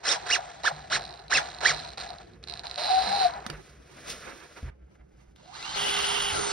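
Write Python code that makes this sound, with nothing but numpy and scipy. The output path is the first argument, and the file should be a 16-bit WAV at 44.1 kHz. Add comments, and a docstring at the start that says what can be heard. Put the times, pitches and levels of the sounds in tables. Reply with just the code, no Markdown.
"""A bare wooden store room, heard through two microphone ports. A cordless drill close by gets six quick pulls,
creeps with ticking gears and labours a screw home; the socket clacks, a hand sweeps the board, a knee thumps.
After a cut the drill, further off, runs up and bores. Whines are unsteady sines on a moving pitch; gear teeth
are impulses ringing the gearbox; whirr, cloth and board are shaped noise; thumps are decaying sines."""
import sys
import numpy as np
from scipy import signal
from scipy.fft import rfft, irfft, next_fast_len
from scipy.io import wavfile
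from scipy.ndimage import uniform_filter1d, map_coordinates

SR = 44100
rng = np.random.default_rng(int(sys.argv[2]) if len(sys.argv) > 2 else 0)


def wav_record(signal):
    """Record a signal, one row per channel, as 16-bit PCM in the file named by sys.argv[1]."""
    frames = np.transpose(np.atleast_2d(signal))
    bounded = np.clip(frames, -1, 1)
    # unit amplitude maps onto the largest positive 16-bit level
    quanta = np.round(bounded * 32767).astype(np.int16)
    wavfile.write(sys.argv[1], SR, quanta)


N = 287524
TIME = np.arange(N) / SR
CUT_S = 4.703  # near drill before, far drill after
LATE_S = 9  # past the end
TOP_HZ = 15800

# Platform resonances. Each row: centre in Hz, width in Hz, level in dB.
PLATFORM_MODES = [(52, 7, -1), (66, 10, 0), (100, 11, -7.5), (144.7, 20, -3.5), (191.4, 23, -8),
                  (390, 148, -7.5)]
# Rumble level. Each row: time in seconds, level in dB.
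RUMBLE_LEVEL = [(0, -59), (.6, -54), (1.7, -54), (2.05, -50), (2.5, -55.5), (3.45, -52), (4.4, -56.5),
                (5.3, -60), (5.85, -54.5), (6.52, -54)]
# Platform booms under shifting weight. Each row: start in seconds, level before onset and decay in dB, pitch in Hz.
THUMPS = [(0.721, -39.5, 150), (.95, -41.5, 134.2), (1.36, -47, 150), (1.7, -37.5, 150),
          (3.07, -38.5, 195.4), (3.5, -37.5, 152.3), (3.53, -40, 49.5), (4.627, -30.5, 73.3),
          (4.64, -32.5, 51.3), (4.65, -36.5, 126.5), (4.71, -46, 62), (4.82, -46, 63), (5.0, -47, 60),
          (5.14, -47, 57), (5.28, -45, 57), (6.321, -35.5, 85), (6.36, -39, 60), (6.35, -42, 140)]
# Socket clacks, and a broad knock under the thump at 4.63 s. Each row: start in seconds, crack level before
# trim in dB, board level in dB, ring in Hz.
CLACKS = [(3.4646, -18.5, -11, 1300), (3.4999, -19.5, -16.5, 4650), (4.63, -43, 8, 600),
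          (5.361, -43, -25, 3650), (5.454, -58.5, -19, 5230)]
# Cloth and hand, one list before and one after the cut. Each row: time in seconds, hiss before trim in dB, rub in dB.
RUSTLE = [
    [(3.53, -60.5, -43), (3.58, -65.5, -57.5), (3.684, -62, -59.5), (3.79, -73, -69), (4.056, -53.5, -48),
     (4.104, -38, -44.5), (4.156, -50.5, -49.5), (4.276, -56, -45), (4.544, -63.5, -60), (4.572, -57, -46),
     (4.598, -61.5, -55.5), (4.69, -68, -53)],
    [(4.71, -95, -72), (4.768, -98, -76.5), (4.942, -82.5, -78), (4.956, -75.5, -60), (4.966, -87, -79),
     (5.012, -92, -63), (5.024, -94, -81), (5.086, -88, -79), (5.212, -73.5, -66.5), (5.27, -84, -77),
     (5.314, -77, -76), (5.34, -90, -78.5)],
]
# Cloth hiss spectrum. Each row: frequency in Hz, level in dB.
HISS_COLOUR = [(1500, -12), (3000, -8), (4800, -6), (6500, -5.5), (9000, -13), (12000, -22.5),
               (16000, -29.5)]
# Hand rub spectrum. 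Each row: frequency in Hz, level in dB.
RUB_COLOUR = [(150, -10), (300, 0.5), (700, 0), (1500, -1.5), (2400, -5.5), (4000, -22.5), (8000, -43)]
CLACK_TRIM_DB, HISS_TRIM_DB = -11.5, 2.5
ROOM_HISS_DB, ROOM_RUB_DB = -80, -69  # cloth close by never quite rests
FAR_ROOM_DB = -10  # that resting cloth is fainter after the cut

# Far drill whine, rising in steps, then falling under load.
# Each row: time in seconds, pitch in Hz (capped at FULL_HZ).
BORE_PITCH = [(5.352, 299), (5.46, 650), (5.524, 849), (5.565, 1885), (5.61, 1980), (5.64, 2750),
              (5.679, 3060), (5.722, 3113), (5.748, 4270), (5.778, 6750), (6.37, 6750), (6.46, 6170),
              (6.53, 5130)]
# Far whine level by its pitch. Each row: pitch in Hz, level in dB.
FAR_CASE = [(300, -85), (650, -54), (2000, -52), (2700, -43), (3200, -43), (4300, -35), (5000, -53),
            (6100, -44.5), (6555, -51.5)]
# Hum partials. 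Each row: multiple of the hum, level in dB.
SHAFT_ORDERS = [(.5, -14), (1, 6.5), (2, -16.5), (3, -11)]
# Far whirr spectrum. Each row: frequency in Hz, level in dB.
FAR_WHIRR_COLOUR = [(150, -10.5), (400, -18.5), (900, 3.5), (1600, -3.5), (2400, -5.5), (4000, -3.5),
                    (6000, -7), (8000, -9.5), (9500, -23.5), (10500, -41), (16000, -45.5)]
# Bit scraping in the board. Each row: centre in Hz, width in Hz, level in dB.
SCRAPE_MODES = [(2900, 260, 0), (3130, 220, 0), (3350, 180, -2), (1890, 150, -9), (1510, 120, -9)]
# Board resonances. Each row: centre in Hz, width in Hz, level in dB.
BOARD_MODES = [(192, 110, -12), (418, 110, 2.5), (880, 100, -4), (1272, 310, -2), (1520, 130, -2.5)]
FULL_HZ, HUM_HZ = 6555, 409.2  # whine at full speed; steady hum
TOUCH_S, FULL_S, BITE_S = 5.533, 5.765, 6.32  # bit meets board; full speed; bit binds
WHIRR_DB, WHIRR_DB_PER_DECADE, IDLE_DB = -31.5, 24, -4  # at full speed; gain per tenfold speed; before touch
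BOARD_DB, BOARD_DB_PER_DECADE, BOARD_BITE_DB = -45, 25, 8
HUM_DB, SCRAPE_DB, WHINE_BITE_DB = -44, -32, 9
PINION_DB, PINION_DB_PER_S = -47, 8  # at full speed; growth
FAR_TEETH = .6  # share of gear rattle on the run-up

# Gearbox resonances. Each row: centre in Hz, width in Hz, level in dB.
GEAR_MODES = [(4010, 300, 0), (5200, 1000, -14), (2800, 900, -17), (9200, 2500, -19.5)]
# Housing resonances. Each row: centre in Hz, width in Hz, level in dB.
HOUSING_MODES = [(715.5, 95, 0), (835, 74, -0.5), (947, 101, -4.5), (1800, 1020, -20)]
# Near whirr spectrum. Each row: frequency in Hz, level in dB.
WHIRR_COLOUR = [(150, -20), (400, -4), (800, -0.5), (1700, 1), (2700, -5.5), (4000, -6), (5500, -8),
                (8000, -6), (9200, -30), (10500, -51.5), (16000, -36)]
# Labouring against the screw. Each row: time in seconds, whine in Hz, level before partial gain in dB.
LABOUR_WHINE = [(2.77, 590, -63), (2.79, 597, -41.5), (2.83, 641, -42.5), (2.862, 933, -42),
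                (2.91, 750, -24), (3.026, 758, -27.5), (3.055, 750, -43), (3.16, 814, -25.5),
                (3.18, 793, -41), (3.208, 780, -24.5), (3.26, 714.2, -24.5), (3.299, 692, -41.5),
                (3.345, 692, -71.5)]
CHATTER_START_S, CHATTER_STOP_S, CHATTER_DB = 2.785, 3.27, -34
# Slow turning, mostly coasting. Each row: start in seconds, stop in seconds, whirr in dB, housing drone in dB,
# fade in dB per second, teeth per second at the start, tooth level before teeth gain in dB.
SPELLS = [(0, .04, -60, -56, 0, 40, -60), (0.171, .28, -46.5, -45, 14, 70, -50),
          (0.258, 0.286, -44.5, -50, 0, 60, -45), (0.389, .612, -49, -45, 19.5, 60, -55),
          (0.711, .89, -48.5, -42.5, 38, 70, -41), (.99, 1.26, -48, -39, 51.5, 92, -32),
          (1.411, 1.6, -44, -40, 45, 85, -32), (1.604, 1.634, -37, -40, 0, 60, -40),
          (1.73, 1.945, -41, -40, 60, 120, -29), (1.972, 2.03, -43, -43, 0, 110, -30),
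          (2.03, 2.2, -50, -43, 45, 65, -36), (2.2, 2.35, -60, -58, 60, 20, -48),
          (2.426, 2.444, -57, -66, 0, 65, -48), (2.469, 2.605, -53.5, -49.5, 5, 75, -41),
          (2.633, 2.78, -50.5, -49, 1, 67, -39), (2.775, 3.265, -41, -36, -2.5, 30, -50),
          (3.27, 3.46, -52, -38, 30, 60, -42)]
# Loudest single teeth. Each row: time in seconds, level before teeth gain in dB.
TICKS = [(0.2578, -33), (0.6354, -27), (0.7642, -35), (0.8205, -42), (0.9014, -28.5), (1.054, -29),
         (1.0778, -38), (1.092, -35), (1.1398, -35), (1.1737, -42), (1.193, -38), (1.282, -35.5),
         (1.3079, -24), (1.5024, -36), (1.5409, -36), (1.5868, -30), (1.6132, -29), (1.7454, -32),
         (1.7958, -29), (1.851, -30), (1.8867, -34), (1.9804, -26), (2.0014, -25), (2.0124, -28),
         (2.0443, -35), (2.0767, -36), (2.0916, -30), (2.1046, -27.5), (2.14, -40), (2.3351, -47),
         (2.4394, -28.5), (2.4748, -30), (2.4853, -27), (2.4982, -23), (2.5114, -28.5), (2.5237, -28),
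         (2.5386, -22), (2.5544, -35), (2.5745, -29), (2.5945, -23.5), (2.6419, -34), (2.6559, -27),
         (2.6693, -21.5), (2.6978, -29), (2.7127, -22), (2.7284, -40), (2.7432, -28), (2.7591, -23),
         (2.7791, -25), (3.2824, -28), (3.3084, -33), (3.3378, -32), (3.4047, -40)]
START_S, STOP_S = 0.0041, 0.024  # spell rise; decay constant
SLOWING_PER_S, TOOTH_SPREAD_DB = 3, 3
TOOTH_HOUSING_DB, TICK_HOUSING_DB, TEETH_GAIN_DB = -5.5, -15, 30
PULL_DRONE_DB, BRAKE_DB, BRAKE_T60_S = -42, -13, .07  # brake grunt is relative to the pull's whine column

# Trigger pulls. Each row: time of top speed in seconds, run-up in seconds, braking in seconds, top whine in Hz,
# sharpness of the turn, whine before trim in dB, whirr before trim in dB.
PULLS = [(0.109, 0.08, 0.068, 3800, 4.43, -34, -27), (.331, 0.055, 0.059, 2900, 4.4, -27, -29.5),
         (.669, 0.041, 0.039, 1802, 4, -31, -29), (.947, 0.051, 0.042, 2200, 6.06, -27.5, -26.5),
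         (1.355, .06, 0.062, 2705, 6, -26, -25), (1.684, 0.061, 0.055, 2350, 2.52, -25, -25.5)]
# Whine overtones. Each row: multiple of the whine, level in dB.
OVERTONES = [(23 / 16, -19.5), (2, -10.5), (3, -16), (4.1, -19)]
# How the case radiates the whine. Each row: frequency in Hz, level in dB.
CASE_COLOUR = [(500, -12), (800, 0.5), (1100, -6), (1650, 0.5), (2300, -8.5), (3000, -3.5), (3800, -0.5),
               (5400, 0.5), (6500, 5.5), (9000, -10), (11000, -31.5)]
# Air slots of the motor fan. Each row: centre in Hz, width in Hz, level in dB.
FAN_MODES = [(5290, 610, -1.5), (8690, 2600, -14.5)]
PULL_WHINE_TRIM_DB, PULL_WHIRR_TRIM_DB = 4.5, -3.0
FAN_DB = -29  # at 3000 Hz whine

# Ports, near drill. Each row: frequency in Hz, left lead in radians, left-right in dB, likeness 0-1.
PORTS_NEAR = [(130, 0, -1.3, .8), (400, -1.2, -2, .5), (700, 1.4, 4, .75), (950, 2.1, 2, .55),
              (1400, .3, -4.5, .75), (2000, .2, -1.5, .92), (3400, .4, -8, .75), (4300, -.8, -8, .7),
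              (5100, 0, 1, .88), (6000, 1.6, 0, .85)]
# Ports, far drill. Each row: frequency in Hz, left lead in radians, left-right in dB, likeness 0-1.
PORTS_FAR = [(130, 0, -1, .94), (400, -2.6, -6, .93), (700, -1, -3, .35), (1000, 2.8, -4.5, .35),
             (1500, .2, -4, .55), (2100, .4, -1.5, .8), (2800, 1.4, -2.5, .5), (4000, .7, -2, .75),
             (5100, 0, 1, .75), (6000, 1.6, 0, .8)]
# Ports, treble for both. Each row: frequency in Hz, left lead in radians, left-right in dB, likeness 0-1.
PORTS_TOP = [(6950, np.pi, 0, 1), (7900, np.pi, 0, 1), (8900, 1.5 * np.pi, 0, .75), (9800, 2 * np.pi, 0, 1),
             (11300, 2 * np.pi, 0, 1), (12000, 2.5 * np.pi, 0, .5), (12600, 3 * np.pi, 0, 1),
             (14500, 3 * np.pi, 0, 1), (15400, 4 * np.pi, 0, .8)]


def amp(db):
    """Decibels to gain."""
    return np.exp(np.asarray(db) * (np.log(10) / 20))


def unit(x):
    """Scaled to rms 1."""
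    return x / np.sqrt(np.mean(x ** 2) + 1e-20)


def curves(rows):
    """One value per sample for each column after the time."""
    s, *cols = np.transpose(rows)
    return [np.interp(TIME, s, c) for c in cols]


def along(points, hz):
    """Each column after the frequency, read on a log axis."""
    f, *cols = np.transpose(points)
    at = np.log(hz + 1)
    return [np.interp(at, np.log(f + 1), c) for c in cols]


def wobble(rate):
    """A smooth random curve, rate knots a second."""
    coarse = TIME[::8]
    knots = rng.standard_normal(int(N * rate / SR) + 4)
    return np.interp(TIME, coarse, map_coordinates(knots, [coarse * rate]))


def filtered(x, response):
    """x times a complex response of frequency."""
    m = next_fast_len(N + SR // 4)
    return irfft(rfft(x, m) * response(np.fft.rfftfreq(m, 1 / SR)), m)[..., :N]


def rung(x, modes):
    """x through causal resonances of alternating sign."""
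    def response(f):
        return sum((-1) ** k * amp(db) * 1j * f * w / (c * c - f * f + 1j * f * w)
                   for k, (c, w, db) in enumerate(modes))
    return filtered(x, response)


def noise(colour, grain_db, rate):
    """Coloured noise of rms 1 whose level flutters."""
    grain = rng.standard_normal(N) * amp(grain_db * wobble(rate))
    return unit(filtered(grain, lambda hz: amp(along(colour, hz)[0])))


def rung_noise(modes, grain_db, rate):
    """Fluttering noise through resonances, rms 1."""
    return unit(rung(rng.standard_normal(N) * amp(grain_db * wobble(rate)), modes))


def tones(hz, orders, flutter_db, rate, waver):
    """Multiples of a moving pitch, each unsteady in level and phase (waver in radians)."""
    turn = 2 * np.pi * np.cumsum(hz) / SR
    out = np.zeros(N)
    for k, db in orders:
        level = amp(db + flutter_db * wobble(rate)) * np.sqrt(2)
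        out += level * np.sin(k * turn + waver * wobble(rate))
    return out


def blows(seconds, db):
    """One impulse per event."""
    return np.bincount(np.round(np.asarray(seconds) * SR).astype(int), amp(db), N)[:N]


def strikes(rate):
    """Impulses at a moving rate per second."""
    return np.diff(np.floor(np.cumsum(rate) / SR), prepend=0)


def scatter(rate, uneven, spread_db):
    """Impulses of random size at an uneven rate."""
    hits = strikes(rate * np.abs(1 + uneven * wobble(rate)))
    return hits * amp(spread_db * rng.standard_normal(N))


def teeth(hits):
    """Tooth contacts last a fraction of a millisecond and ring the gearbox."""
    return filtered(rung(hits, GEAR_MODES), lambda hz: 1 / (1 + 1j * hz / 8000) ** 3)


def gate(start, stop, rise, fall):
    """0 to 1 and back: attack, hold, exponential release."""
    return np.clip((TIME - start) / rise, 0, 1) * np.exp(-np.clip(TIME - stop, 0, 1) / fall)


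def platform_rumble():
    """Noise through the platform resonances, rolled off at both ends, level drifting."""
    rumble = rung(rng.standard_normal(N), PLATFORM_MODES)
    rumble = unit(filtered(rumble, lambda hz: np.minimum(hz / 36, 1) ** 2.2 / (1 + (hz / 400) ** 2)))
    return amp(curves(RUMBLE_LEVEL)[0] + 1.8 * wobble(5)) * rumble


def cloth():
    """Cloth hiss and a hand's rub: coloured noises on level curves over a resting floor."""
    rows = [(3.38, -84.5, -71)] + sum(map(list, RUSTLE), []) + [(5.7, -71.5, -65)]
    hiss_db, rub_db = curves(rows)
    far_db = FAR_ROOM_DB * (TIME > CUT_S)
    hiss = amp(hiss_db + HISS_TRIM_DB) + amp(ROOM_HISS_DB + far_db)
    rub = amp(rub_db) + amp(ROOM_RUB_DB + far_db)
    return hiss * noise(HISS_COLOUR, grain_db=1.5, rate=99) + rub * noise(RUB_COLOUR, grain_db=2.0, rate=46)


def thumps():
    """Platform booms: low sines, 3 ms onset constant, T60 0.36 s."""
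    out = np.zeros(N)
    t = TIME[:SR // 7]
    for s, db, hz in THUMPS:
        boom = amp(db - 60 * t / 0.36) * (1 - np.exp(-t / 0.003)) * np.sin(2 * np.pi * hz * t)
        same_side = (s > CUT_S) | (s + t < CUT_S)  # no tail across the cut
        out[round(s * SR):][:len(t)] += boom * same_side
    return out


def clacks():
    """Socket clacks, and a broad knock under the thump at 4.63 s: a short noise crack with a ring, plus a 230
    Hz board knock."""
    out = np.zeros(N)
    t = TIME[:SR // 7]
    for s, db, board_db, hz in CLACKS:
        crack = np.convolve(rng.standard_normal(len(t)), np.hanning(7), "same")
        crack += 1.35 * np.sin(2 * np.pi * hz * t)
        board = amp(board_db - 60 * t / 0.035) * np.sin(2 * np.pi * 230 * t)
        out[round(s * SR):][:len(t)] += amp(db + CLACK_TRIM_DB - 60 * t / 0.016) * crack + amp(db) * board
    return out


def boring():
    """Whine, pinion mesh at 23/16 of it, a low hum that holds its pitch, fan whirr, cutting bit and board."""
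    hz = np.minimum(curves(BORE_PITCH)[0], FULL_HZ)
    running = gate(BORE_PITCH[0][0], LATE_S, 0.0059, 1)
    full = gate(FULL_S - .02, LATE_S, .03, 1)
    speed_decades = np.log10(np.maximum.accumulate(hz) / FULL_HZ)  # highest speed so far

    whine = tones(hz, [(1, -3), (.5, -14)], flutter_db=4.5, rate=160, waver=1.1)
    whine *= amp(along(FAR_CASE, hz)[0] + WHINE_BITE_DB * (TIME > BITE_S))
    pinion = tones(hz, [(23 / 16, 0)], flutter_db=3, rate=110, waver=1.1)
    pinion *= amp(PINION_DB + PINION_DB_PER_S * (TIME - FULL_S))
    hum = amp(HUM_DB) * tones(np.full(N, HUM_HZ), SHAFT_ORDERS, flutter_db=2.5, rate=14, waver=.3)

    scrape = rung_noise(SCRAPE_MODES, grain_db=1.5, rate=200)
    scrape *= amp(SCRAPE_DB) * gate(0, BITE_S, 1, 0.005)
    board = rung_noise(BOARD_MODES, grain_db=2.5, rate=30)
    bite_db = BOARD_BITE_DB * gate(BITE_S - .01, LATE_S, .02, 1)
    board *= amp(BOARD_DB + BOARD_DB_PER_DECADE * speed_decades + bite_db)

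    rattle = FAR_TEETH * (1 - full) * unit(teeth(scatter(250, .5, 5)))
    whirr = noise(FAR_WHIRR_COLOUR, grain_db=1.5, rate=150) + rattle
    whirr *= amp(WHIRR_DB + WHIRR_DB_PER_DECADE * speed_decades + IDLE_DB * (TIME < TOUCH_S))
    return running * (whine + whirr + board) + full * (pinion + hum + scrape)


def labour():
    """Under load the whine sits in the housing resonance and the teeth chatter about 300 times a second."""
    hz, whine_db = curves([(2.74, 590, -100)] + LABOUR_WHINE + [(3.4, 673, -100)])
    whine = amp(whine_db) * tones(hz, [(1, 3.0), (2, -25.0)], flutter_db=2.2, rate=73, waver=0.25)
    chatter = unit(teeth(scatter(300, .35, 4.0) + 0.1 * rng.standard_normal(N)))
    chatter *= amp(CHATTER_DB) * gate(CHATTER_START_S - .012, CHATTER_STOP_S, .012, .005)
    return whine + chatter


def creep():
    """Slow turning: faint whirr, a droning housing and single gear teeth."""
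    whirr, hum, rate, size = np.zeros((4, N))
    for start, stop, whirr_db, drone_db, fade_db, per_s, tooth_db in SPELLS:
        since = np.maximum(TIME - start, 0)
        level = gate(start, stop, START_S, STOP_S) * amp(-fade_db * since)
        whirr += amp(whirr_db) * level
        hum += amp(drone_db) * level
        on = (TIME > start) & (TIME < stop)
        coasting = fade_db > 5  # teeth come ever slower
        rate += on * per_s * np.exp(-SLOWING_PER_S * since * coasting)
        size += on * amp(tooth_db) * np.sqrt(level)
    # The housing drones in a pull and grunts as the brake stops it.
    for s, rise, fall, _, _, whine_db, _ in PULLS:
        hum += amp(PULL_DRONE_DB) * gate(s - rise, s + fall, 0.012, 0.012)
        grunt = gate(s + .65 * fall, s + .9 * fall, .01, BRAKE_T60_S / np.log(1000))
        hum += amp(whine_db + BRAKE_DB) * grunt
    drone = rung_noise(HOUSING_MODES, grain_db=2.1, rate=70)

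    train = strikes(rate * (1 + .15 * wobble(60)))
    train *= size * amp(TOOTH_SPREAD_DB * rng.standard_normal(N))
    loud = blows(*np.transpose(TICKS))
    housing = rung(amp(TOOTH_HOUSING_DB) * train + amp(TICK_HOUSING_DB) * loud, HOUSING_MODES)
    clear = teeth(train + loud) + housing
    murmur = noise(WHIRR_COLOUR, grain_db=3, rate=200) + .3 * unit(teeth(scatter(110, .25, 3)))
    return whirr * murmur + hum * amp(1.5 * wobble(14)) * drone + amp(TEETH_GAIN_DB) * clear


def trigger_pulls():
    """The motor speeds up, then brakes; whine, gear rattle and fan hiss grow with speed."""
    hz, whine, whirr = np.zeros((3, N))
    for s, rise, fall, top_hz, sharp, whine_db, whirr_db in PULLS:
        up = np.clip(1 + (TIME - s) / rise, 1e-4, 9)
        down = np.clip(1 - (TIME - s) / fall, 1e-4, 9)
        speed = ((up ** -sharp + down ** -sharp) / 2) ** (-1 / sharp)  # rounded turn from run-up to braking
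        hz += top_hz * speed
        whine += amp(whine_db + PULL_WHINE_TRIM_DB) * np.minimum(speed * 1.3, 1) ** 1.42
        whirr += amp(whirr_db + PULL_WHIRR_TRIM_DB) * np.minimum(speed * 1.32, 1) ** 0.97
    note = tones(hz, [(1, 0)], flutter_db=3.2, rate=110, waver=.25)
    note += tones(hz, OVERTONES, flutter_db=3.8, rate=400, waver=1.4)
    rattle = noise(WHIRR_COLOUR, grain_db=1.5, rate=400) + 0.43 * unit(teeth(scatter(700, .5, 4)))
    fan = amp(FAN_DB) * (hz / 3000) ** 1.38 * rung_noise(FAN_MODES, grain_db=3, rate=300)
    fan = filtered(fan, lambda f: 1 / (1 + (f / 9500) ** 8))
    radiated = filtered(whine * note, lambda f: amp(along(CASE_COLOUR, f)[0]))
    return radiated + whirr * rattle + fan


def ports(x, table, t60, wet_db):
    """The room rings briefly; what differs between the ports arrives through a second, unrelated tail."""
    t = TIME[:SR // 4]
    tails = rng.standard_normal((2, len(t))) * amp(-60 * t / t60)
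    tails -= uniform_filter1d(tails, size=200, axis=1)  # little bass in the tails keeps the low end steady
    wet = signal.fftconvolve(x[None], tails / np.linalg.norm(tails[0]), axes=1)[:, :N]
    shared = x + amp(wet_db) * wet[0]
    unlike = (wet[1] + .3 * x) * wobble(25)  # a random wobble keeps left and right unlike
    m = next_fast_len(N + SR // 4)
    lead, balance_db, alike = along(table + PORTS_TOP, np.fft.rfftfreq(m, 1 / SR))
    turn = np.arccos(np.clip(alike, 0, 1)) / 2
    same, other = rfft(np.array([shared, unlike]), m) * [np.cos(turn), np.sin(turn)]
    left = amp(balance_db / 2) * np.exp(.5j * lead)
    return irfft([(same + other) * left, (same - other) / left], m)[:, :N]


def scene():
    """The near drill until the cut, the far drill after it, over handling and platform rumble."""
    about = platform_rumble() + cloth() + thumps() + clacks()
    far = ports((boring() + about) * (TIME >= CUT_S), PORTS_FAR, t60=0.14, wet_db=-8.5)
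    near = ports(labour() + creep() + trigger_pulls() + about, PORTS_NEAR, t60=0.1, wet_db=-12.0)
    return np.where(TIME < CUT_S, near, far)


def record(dry):
    """Nothing is kept above the band limit."""
    return filtered(dry, lambda hz: hz < TOP_HZ)


dry = scene()
out = record(dry)
wav_record(out)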